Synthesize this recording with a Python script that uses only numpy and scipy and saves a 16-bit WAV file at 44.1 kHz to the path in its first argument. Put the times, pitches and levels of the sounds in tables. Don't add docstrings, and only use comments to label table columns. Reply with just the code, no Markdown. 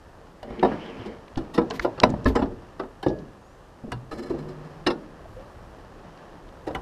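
import sys
import numpy as np
from scipy import signal
from scipy.fft import rfft, irfft
from scipy.io import wavfile

SR = 44100
rng = np.random.default_rng(int(sys.argv[2]) if len(sys.argv) > 2 else 0)


def bounce(signal):
    frames = np.transpose(np.atleast_2d(signal))
    limited = np.clip(frames, -1, 1)
    pcm = np.round(limited * 32767).astype(np.int16)
    wavfile.write(sys.argv[1], SR, pcm)


N = 300321
TIME = np.arange(N) / SR
LEAD = 512

# f/Hz, relative level/dB, T60/s
HULL_MODES = [(55.5, -9.5, 0.3), (159, -8.5, 0.14), (219.6, 1, 0.21), (266.1, 1, 0.27), (335, 4.5, 0.124),
              (372, 3, 0.167), (463.2, 4, 0.13), (571.5, 0.5, 0.12), (611.5, -3.5, 0.12), (757, 2, 0.082),
              (783, 0, 0.025), (993, 3, 0.089), (1090, -9, 0.11), (1314, -7, 0.13), (1706, -1.5, 0.039),
              (1904, -2, 0.035), (2715, -5.5, 0.037), (2823, -9.5, 0.1), (2920, 0.5, 0.03),
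              (3720, -3, 0.032), (4400, -16, 0.016), (5290, -9.5, 0.045), (5400, -16, 0.039)]
# f/Hz, relative level/dB, T60/s
FITTING_MODES = [(1240, 7, 0.051), (1715, 5.5, 0.066), (2270, -3, 0.07), (3030, -9, .05),
                 (3550, -10, 0.046), (4100, 0, 0.052), (5060, -3.5, .055), (5450, -5.5, 0.068),
                 (7620, -12, 0.056), (7900, -15, 0.028), (9940, -13, 0.069), (10380, -19, .03)]


def undb(db):
    return 10 ** (np.asarray(db) / 20)


def unit(x, count=None):
    return x / np.sqrt(np.mean(x[:count] ** 2) + 1e-18)


def at(points, hz):
    f, value = np.transpose(points)
    return np.interp(np.log(np.maximum(hz, 1)), np.log(f), value)


def colour(x, points):
    gain = undb(at(points, np.fft.rfftfreq(len(x), 1 / SR)))
    return unit(irfft(rfft(x) * gain, len(x)))


def band(x, lo_hz, hi_hz, order=2):
    edges = [lo_hz, min(hi_hz, SR / 2 - 1000)]
    return signal.sosfilt(signal.butter(order, edges, "band", fs=SR, output="sos"), x)


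def fade(t, t60):
    return np.exp(-np.log(1000) * t / t60)


def swell(start, length, attack, t60):
    age = TIME - start
    return np.clip(age / attack, 0, 1) * fade(np.maximum(age - length, 0), t60)


def walk(rate_hz):
    knots = rng.standard_normal(1000)
    return np.interp(TIME * rate_hz, np.arange(len(knots)), knots)


def grains(size, spread_db):
    return unit(rng.standard_normal(size) * undb(spread_db * rng.standard_normal(size)))


def add(out, start, x):
    i = int(start * SR)
    out[i:i + len(x)] += x[:N - i]


def modal_response(modes, t, scatter=0.):
    chance = rng.standard_normal((len(modes), 2))
    return sum(np.sign(side) * undb(db) * fade(t, t60)
               * np.sin(2 * np.pi * hz * (1 + scatter * shift) * t)
               for (hz, db, t60), (side, shift) in zip(modes, chance))


def registers(x):
    crossovers = (150, 700, 2200)
    f, spectrum = np.fft.rfftfreq(len(x), 1 / SR), rfft(x)
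    lowpasses = [0, *(1 / (1 + (f / hz) ** 8) for hz in crossovers), 1]
    return [irfft(spectrum * (upper - lower)) for lower, upper in zip(lowpasses, lowpasses[1:])]


def microphone_hiss(level_db=-69.5):
    # f/Hz, relative level/dB
    spectrum = [(1000, -1.5), (6000, -1), (11000, -6), (12500, -7), (15000, -21)]
    return undb(level_db) * colour(rng.standard_normal(N), spectrum)


def wind(breeze_db=-53, gust_width_s=0.23, buffet_db=3):
    # t/s, rise in level/dB
    gusts = [(2.35, 5), (5.5, 3), (6.78, 7)]
    # f/Hz, relative level/dB
    spectrum = [(15, -20), (30, 8), (50, -0.5), (80, 0), (130, -4), (300, -43), (1000, -46.5)]
    gust_db = sum(db * np.exp(-((TIME - peak) / gust_width_s) ** 2) for peak, db in gusts)
    return colour(rng.standard_normal(N), spectrum) * undb(breeze_db + gust_db + buffet_db * walk(9))


def water_and_rustle(ripple_db=4, lap_db=-5, lap_spread_db=4):
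    # t/s, level/dB
    levels = [(0, -54), (.42, -55.5), (.7, -44.5), (1.3, -53), (2.05, -48), (2.9, -54.5), (4.1, -55.5),
              (4.35, -49.5), (5.1, -52), (6.8, -51.5)]
    # f/Hz, relative level/dB
    spectrum = [(100, -19), (170, -1), (243, -8), (310, -6.5), (442, -7), (523, -5), (776, -8), (1150, -10),
                (1470, -16), (1770, -15), (2140, -25), (2990, -24.5), (3480, -29.5), (5350, -32.5),
                (8000, -46), (15000, -73)]
    ripples = colour(grains(N, 5.6), spectrum) * undb(ripple_db + 0.69 * walk(14))
    laps = unit(band(rng.standard_normal(N), 210, 495)) * undb(lap_db + lap_spread_db * walk(8.1))
    return undb(np.interp(TIME, *np.transpose(levels))) * (ripples + laps)


def whistles(waver=0.016, flutter_db=4):
    # t/s, duration/s, first f/Hz, last f/Hz, level/dB
    glides = [(3.39, .21, 6000, 7300, -73), (3.44, .19, 5150, 6200, -74)]
    out = np.zeros(N)
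    for start, length, first_hz, last_hz, db in glides:
        progress = np.clip((TIME - start) / length, 0, 1)
        hz = (last_hz + (first_hz - last_hz) * (1 - progress) ** 2) * (1 + waver * walk(140))
        envelope = undb(db + flutter_db * walk(90)) * np.sin(np.pi * progress)
        out += envelope * np.sin(2 * np.pi * np.cumsum(hz) / SR)
    return out


def line_rubbing(grain_db=6, uneven_db=2):
    # t/s, duration/s, level/dB
    strokes = [(1.721, 0.041, -45), (1.807, 0.024, -43), (2.262, 0.025, -40)]
    # f/Hz, relative level/dB
    spectrum = [(800, 1), (2000, 12.5), (5000, 5), (7200, -3), (9000, -8.5), (12500, -3.5), (15000, -3)]
    envelope = sum(undb(db) * swell(start, length, attack=0.02, t60=0.12) for start, length, db in strokes)
    return colour(grains(N, grain_db), spectrum) * envelope * undb(uneven_db * walk(43.64))


def reel(level_db=-52, usual_hz=2540, db_per_octave=10, whirr_db=-3, rub_db=-2, half_width_hz=260):
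    # t/s, f/Hz
    turns = [(.45, 1900), (.59, 2240), (.68, 2850), (.76, 2190), (.865, 3300), (.95, 2320), (1.005, 3100),
             (1.08, 2125), (1.2, 1900)]
    # f/Hz, relative level/dB
    spectrum = [(300, 4), (900, -18), (1700, 6), (2300, 9.5), (2650, -9), (3050, 9.5), (3500, -6),
                (5500, -9), (8000, -47), (14000, -33)]
    hz = np.interp(TIME, *np.transpose(turns))
    phase = 2 * np.pi * np.cumsum(hz) / SR
    lowpass = signal.butter(2, half_width_hz, fs=SR, output="sos")
    quadrature = unit(signal.sosfilt(lowpass, rng.standard_normal((2, N))))
    whirr = quadrature[0] * np.cos(phase) + quadrature[1] * np.sin(phase)
    rub = colour(grains(N, 5), spectrum)
    cranking = swell(start=0.35, length=0.79, attack=0.19, t60=0.3)
    gain = undb(level_db + db_per_octave * np.log2(hz / usual_hz) + walk(35.5))
    return cranking * gain * (undb(whirr_db) * whirr + undb(rub_db) * rub)


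def sliding_gear(jerk_db=4, scratch_db=-9, hum_hz=152, hum_db=-43.5, waver=0.023):
    # t/s, duration/s, level/dB
    drags = [(0.43, 0.62, -41.5), (1.582, 0.22, -39.5), (2.06, 0.34, -39), (4.142, .29, -38)]
    # t/s, level/dB
    slips = [(4.11, -41), (4.174, -50), (4.22, -49.5), (4.257, -48), (4.292, -49), (4.379, -49),
             (4.481, -53.5), (4.63, -57.5), (4.7, -60.5)]
    t = np.arange(2 ** 14) / SR
    friction = grains(N, 6) * undb(jerk_db * walk(56))
    hull = unit(band(signal.fftconvolve(friction, modal_response(HULL_MODES, t))[:N], 147, 600))
    fitting = unit(signal.fftconvolve(friction, modal_response(FITTING_MODES, t))[:N])
    scratch = undb(scratch_db) * unit(band(friction, 940, 4000, order=1))
    hum_phase = 2 * np.pi * np.cumsum(hum_hz * (1 + waver * walk(25))) / SR
    hum = unit(np.sin(hum_phase) * undb(jerk_db * walk(38)))
    dragging = sum(undb(db) * swell(start, length, attack=0.023, t60=1) for start, length, db in drags)
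    slipping = sum(undb(db) * swell(start, 0.014, attack=0.0076, t60=0.16) for start, db in slips)
    humming = undb(hum_db) * swell(start=4.27, length=0.6, attack=0.056, t60=0.99)
    return dragging * hull + slipping * (fitting + scratch) + humming * hum


def rings_and_plops(rise_s=0.0036):
    # t/s, f/Hz, level/dB, T60/s, relative glide/(1/s)
    tones = [(.628, 730, -5.5, 0.048, 2.7), (0.63, 973, -17, 0.13, -.19), (.993, 107, -29.5, 0.14, .85),
             (1.796, 45.3, -26, .13, 6), (2.354, 7530, -50, 0.2, 0), (3.029, 1680, -41, 0.59, 0),
             (3.029, 4980, -56, 0.51, -0.5), (3.064, 493, -17.5, 0.088, .41),
             (3.937, 119, -27.5, 0.43, 0.6), (4.864, 1303, -24.5, 0.18, 1.2),
             (4.865, 2805, -22.5, 0.074, -1), (4.867, 3004, -22, 0.069, -3.5),
             (4.869, 5150, -20, 0.041, 1.2), (5.255, 660, -25, 0.031, 0), (5.365, 501, -35.5, 0.32, 1.7),
             (6.748, 2940, -29.5, .06, 0.5)]
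    out, t = np.zeros(N), np.arange(2 ** 14) / SR
    for start, hz, db, t60, glide in tones:
        envelope = undb(db) * (1 - np.exp(-t / rise_s)) * fade(t, t60)
        add(out, start, envelope * np.sin(2 * np.pi * hz * (t + glide * t ** 2 / 2)))
    return out


def tackle_clicks(edge_ratio=1.41):
    # t/s, level over the first 3 ms/dB, centre f/Hz, T60/s
    snaps = [(0.43, -55, 4500, 0.015), (0.595, -39, 2680, 0.02), (1.064, -61, 5500, .04),
             (1.281, -50, 2560, 0.017), (1.358, -43, 2860, .015), (1.3735, -37, 870, 0.012),
             (1.375, -47.5, 5000, .02), (1.7012, -41.5, 4900, .053), (1.709, -30.5, 2600, 0.0075),
             (1.795, -22, 1460, 0.02), (1.795, -34.5, 3860, 0.022), (2.001, -22.5, 4100, .007),
             (2.002, -30.5, 1500, 0.011), (2.036, -18, 3400, 0.016), (2.038, -7.5, 810, 0.0038),
             (2.0351, -16.5, 2130, 0.016), (2.102, -46, 5570, 0.026), (2.139, -29, 780, 0.039),
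             (2.21, -43, 900, .02), (2.245, -44.5, 4830, .0097), (2.354, -32, 1100, 0.018),
             (2.354, -44, 6600, .04), (2.421, -40, 1020, 0.016), (3.028, -56, 8400, 0.049),
             (3.083, -45, 4150, 0.094), (3.187, -56, 4170, 0.058), (3.919, -47.5, 7400, 0.042),
             (4.8657, -30, 1630, 0.027), (4.871, -34, 4450, .045), (6.175, -54, 3200, .015),
             (6.489, -56, 3200, .018), (6.682, -48.5, 4870, 0.0081), (6.749, -36, 2000, 0.021)]
    out, t = np.zeros(N), np.arange(2 ** 12) / SR
    for start, db, hz, t60 in snaps:
        burst = rng.standard_normal(len(t)) * fade(t, t60)
        snap = band(burst, hz / edge_ratio, hz * edge_ratio, order=3)
        add(out, start, undb(db) * unit(snap, count=130))
    return out


def dense_modes(t, direct_db=9, direct_t60=0.028):
    # f/Hz, relative level/dB
    spectrum = [(25, -9), (60, -19), (130, -2), (185, 1.5), (300, 3), (900, 4), (1700, -8.5), (2250, -14.5),
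                (2900, -19.5), (3500, -12.5), (4500, -14.5), (5400, -24), (6400, -44), (10000, -35.5),
                (15000, -63)]
    # f/Hz, T60/s
    decay_times = [(60, 1), (300, 0.53), (900, 0.21), (2500, 0.11), (12000, 0.15)]
    f = np.fft.rfftfreq(len(t), 1 / SR)
    noise = rfft(rng.standard_normal(len(t))) * undb(at(spectrum, f))
    edges = np.geomspace(20, 20480, 21)
    direct = undb(direct_db) * fade(t, direct_t60)
    out = np.zeros(len(t))
    for lo, hi in zip(edges, edges[1:]):
        tail = fade(t, at(decay_times, np.sqrt(lo * hi)))
        out += irfft(noise * ((f >= lo) & (f < hi))) * (direct + tail)
    return out


def blow(thump_db, clack_db, crack_db, panel_hz, contact_ms, fitting_db=-15, note_db=-4, note_t60=0.092):
    t = np.arange(2 ** 14) / SR
    attack = slice(LEAD, LEAD + SR // 40)
    age = t * 1000 / contact_ms
    push = 2 * age * np.exp(1 - 2 * age)
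    force = push * grains(len(t), 6)
    force[0] += undb(11)
    force[np.argmax(push)] += undb(17)
    hull = unit(modal_response(HULL_MODES, t, scatter=0.028)) + unit(dense_modes(t))
    fittings = undb(fitting_db) * unit(modal_response(FITTING_MODES, t, scatter=0.048))
    ring = np.pad(signal.fftconvolve(force, hull + fittings)[:len(t)], LEAD)
    ring = colour(ring, [(500, 0.028), (2500, crack_db + 20)])
    thump, body, clack, crack = (x / np.std(x[attack]) for x in registers(ring))
    envelope = signal.fftconvolve(push, fade(t, note_t60))[:len(t)]
    note = np.pad(envelope * np.sin(2 * np.pi * panel_hz * t), LEAD)
    body += undb(note_db) * np.sign(note @ body) * note / np.std(note[attack])
    body /= np.std(body[attack])
    return undb(thump_db - 3) * thump + body + undb(clack_db) * clack + undb(crack_db) * crack


def hull_knocks(rebound_s=0.037, rebound_contact_ms=7.4, dull_db=-4):
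    # t/s, body level/dB, thump/dB, clack/dB, crack/dB, panel f/Hz, contact/ms, rebound/dB
    # thump, clack, crack and rebound are relative to the body; blow() lowers the thump by 3 dB more
    impacts = [(0.429, -41, -9, -6, -12.5, 592, 2.4, -19), (0.502, -40, 2, -8, -23, 238, 5.7, -11),
               (0.627, -16.5, -22, -9.5, -26, 364, 4.7, -22),
               (0.646, -20.5, -22, -10.5, -25, 259.7, 9.2, -22), (0.705, -34.5, -11, -3, -27, 303, 27, -18),
               (1.055, -34.5, -14, -17, -19.5, 205, 15, -16), (1.371, -26.5, -2, -14, -21.5, 331, 9.5, -12),
               (1.538, -36, -22, -5.5, -7.5, 290, 16, -18), (1.577, -15.5, -16, -10, -26.5, 323, 7.2, -12),
               (1.701, -34.5, -8, -1.5, -16, 451, 11.6, -5), (1.845, -21, -19, -6.5, -26.5, 334, 6.2, -30),
               (1.975, -38, -5, -4, -18.5, 510, 10.5, 3.5), (2.033, -15.5, -7, -3, -16, 621, 3.05, -34),
               (2.091, -31, -2, -20, -25, 320, 7.7, -9), (2.136, -30.5, 5, -21, -41, 203, 3.1, -23),
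               (2.255, -18.5, 1.5, -6, -22.5, 243, 9.28, -19), (2.352, -19, -10, -7, -21.5, 250, 9, -7.5),
               (2.418, -22, -5, -10, -26, 281, 9.3, -12.5), (2.795, -30.5, -30, -3, -21.5, 385, 6, -9.5),
               (3.028, -36, -23, -2.5, -9, 312, 6.2, -6), (3.062, -18, -7.5, -16, -33, 306, 4.54, -11),
               (3.837, -36.5, -2.5, -38, -45, 225.5, 4.6, -2.5),
               (3.918, -35, -1, -1.5, -8.5, 972, 6.1, -34), (4.112, -35.5, -7, -4.5, -21, 314, 14, -21),
               (4.298, -25, -11.5, -18.5, -37, 340.5, 10.8, -8),
               (4.864, -20, -17.5, -6.5, -10.5, 352, 7, -6), (6.668, -29, -12, -9.5, -23, 307, 12, -5.5),
               (6.747, -35, -3, 1.5, -12.5, 996, 7.5, -25)]
    out = np.zeros(N)
    for onset, db, thump, clack, crack, panel_hz, contact_ms, rebound_db in impacts:
        start = onset - LEAD / SR
        add(out, start, undb(db) * blow(thump, clack, crack, panel_hz, contact_ms))
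        rebound = blow(thump, clack + dull_db, crack + dull_db, panel_hz, rebound_contact_ms)
        add(out, start + rebound_s, undb(db + rebound_db) * rebound)
    return out


def scene():
    hiss = microphone_hiss()
    transients = hull_knocks() + tackle_clicks() + rings_and_plops()
    handling = reel() + line_rubbing() + sliding_gear()
    return (transients + handling + whistles() + water_and_rustle() + wind() + hiss)[None]


def record(dry, dull_hz=12500, cutoff_hz=15000):
    dull = signal.sosfilt(signal.butter(2, dull_hz, fs=SR, output="sos"), np.clip(dry, -1, 1))
    return signal.sosfilt(signal.ellip(8, .2, 70, cutoff_hz, fs=SR, output="sos"), dull)


dry = scene()
out = record(dry)
bounce(out)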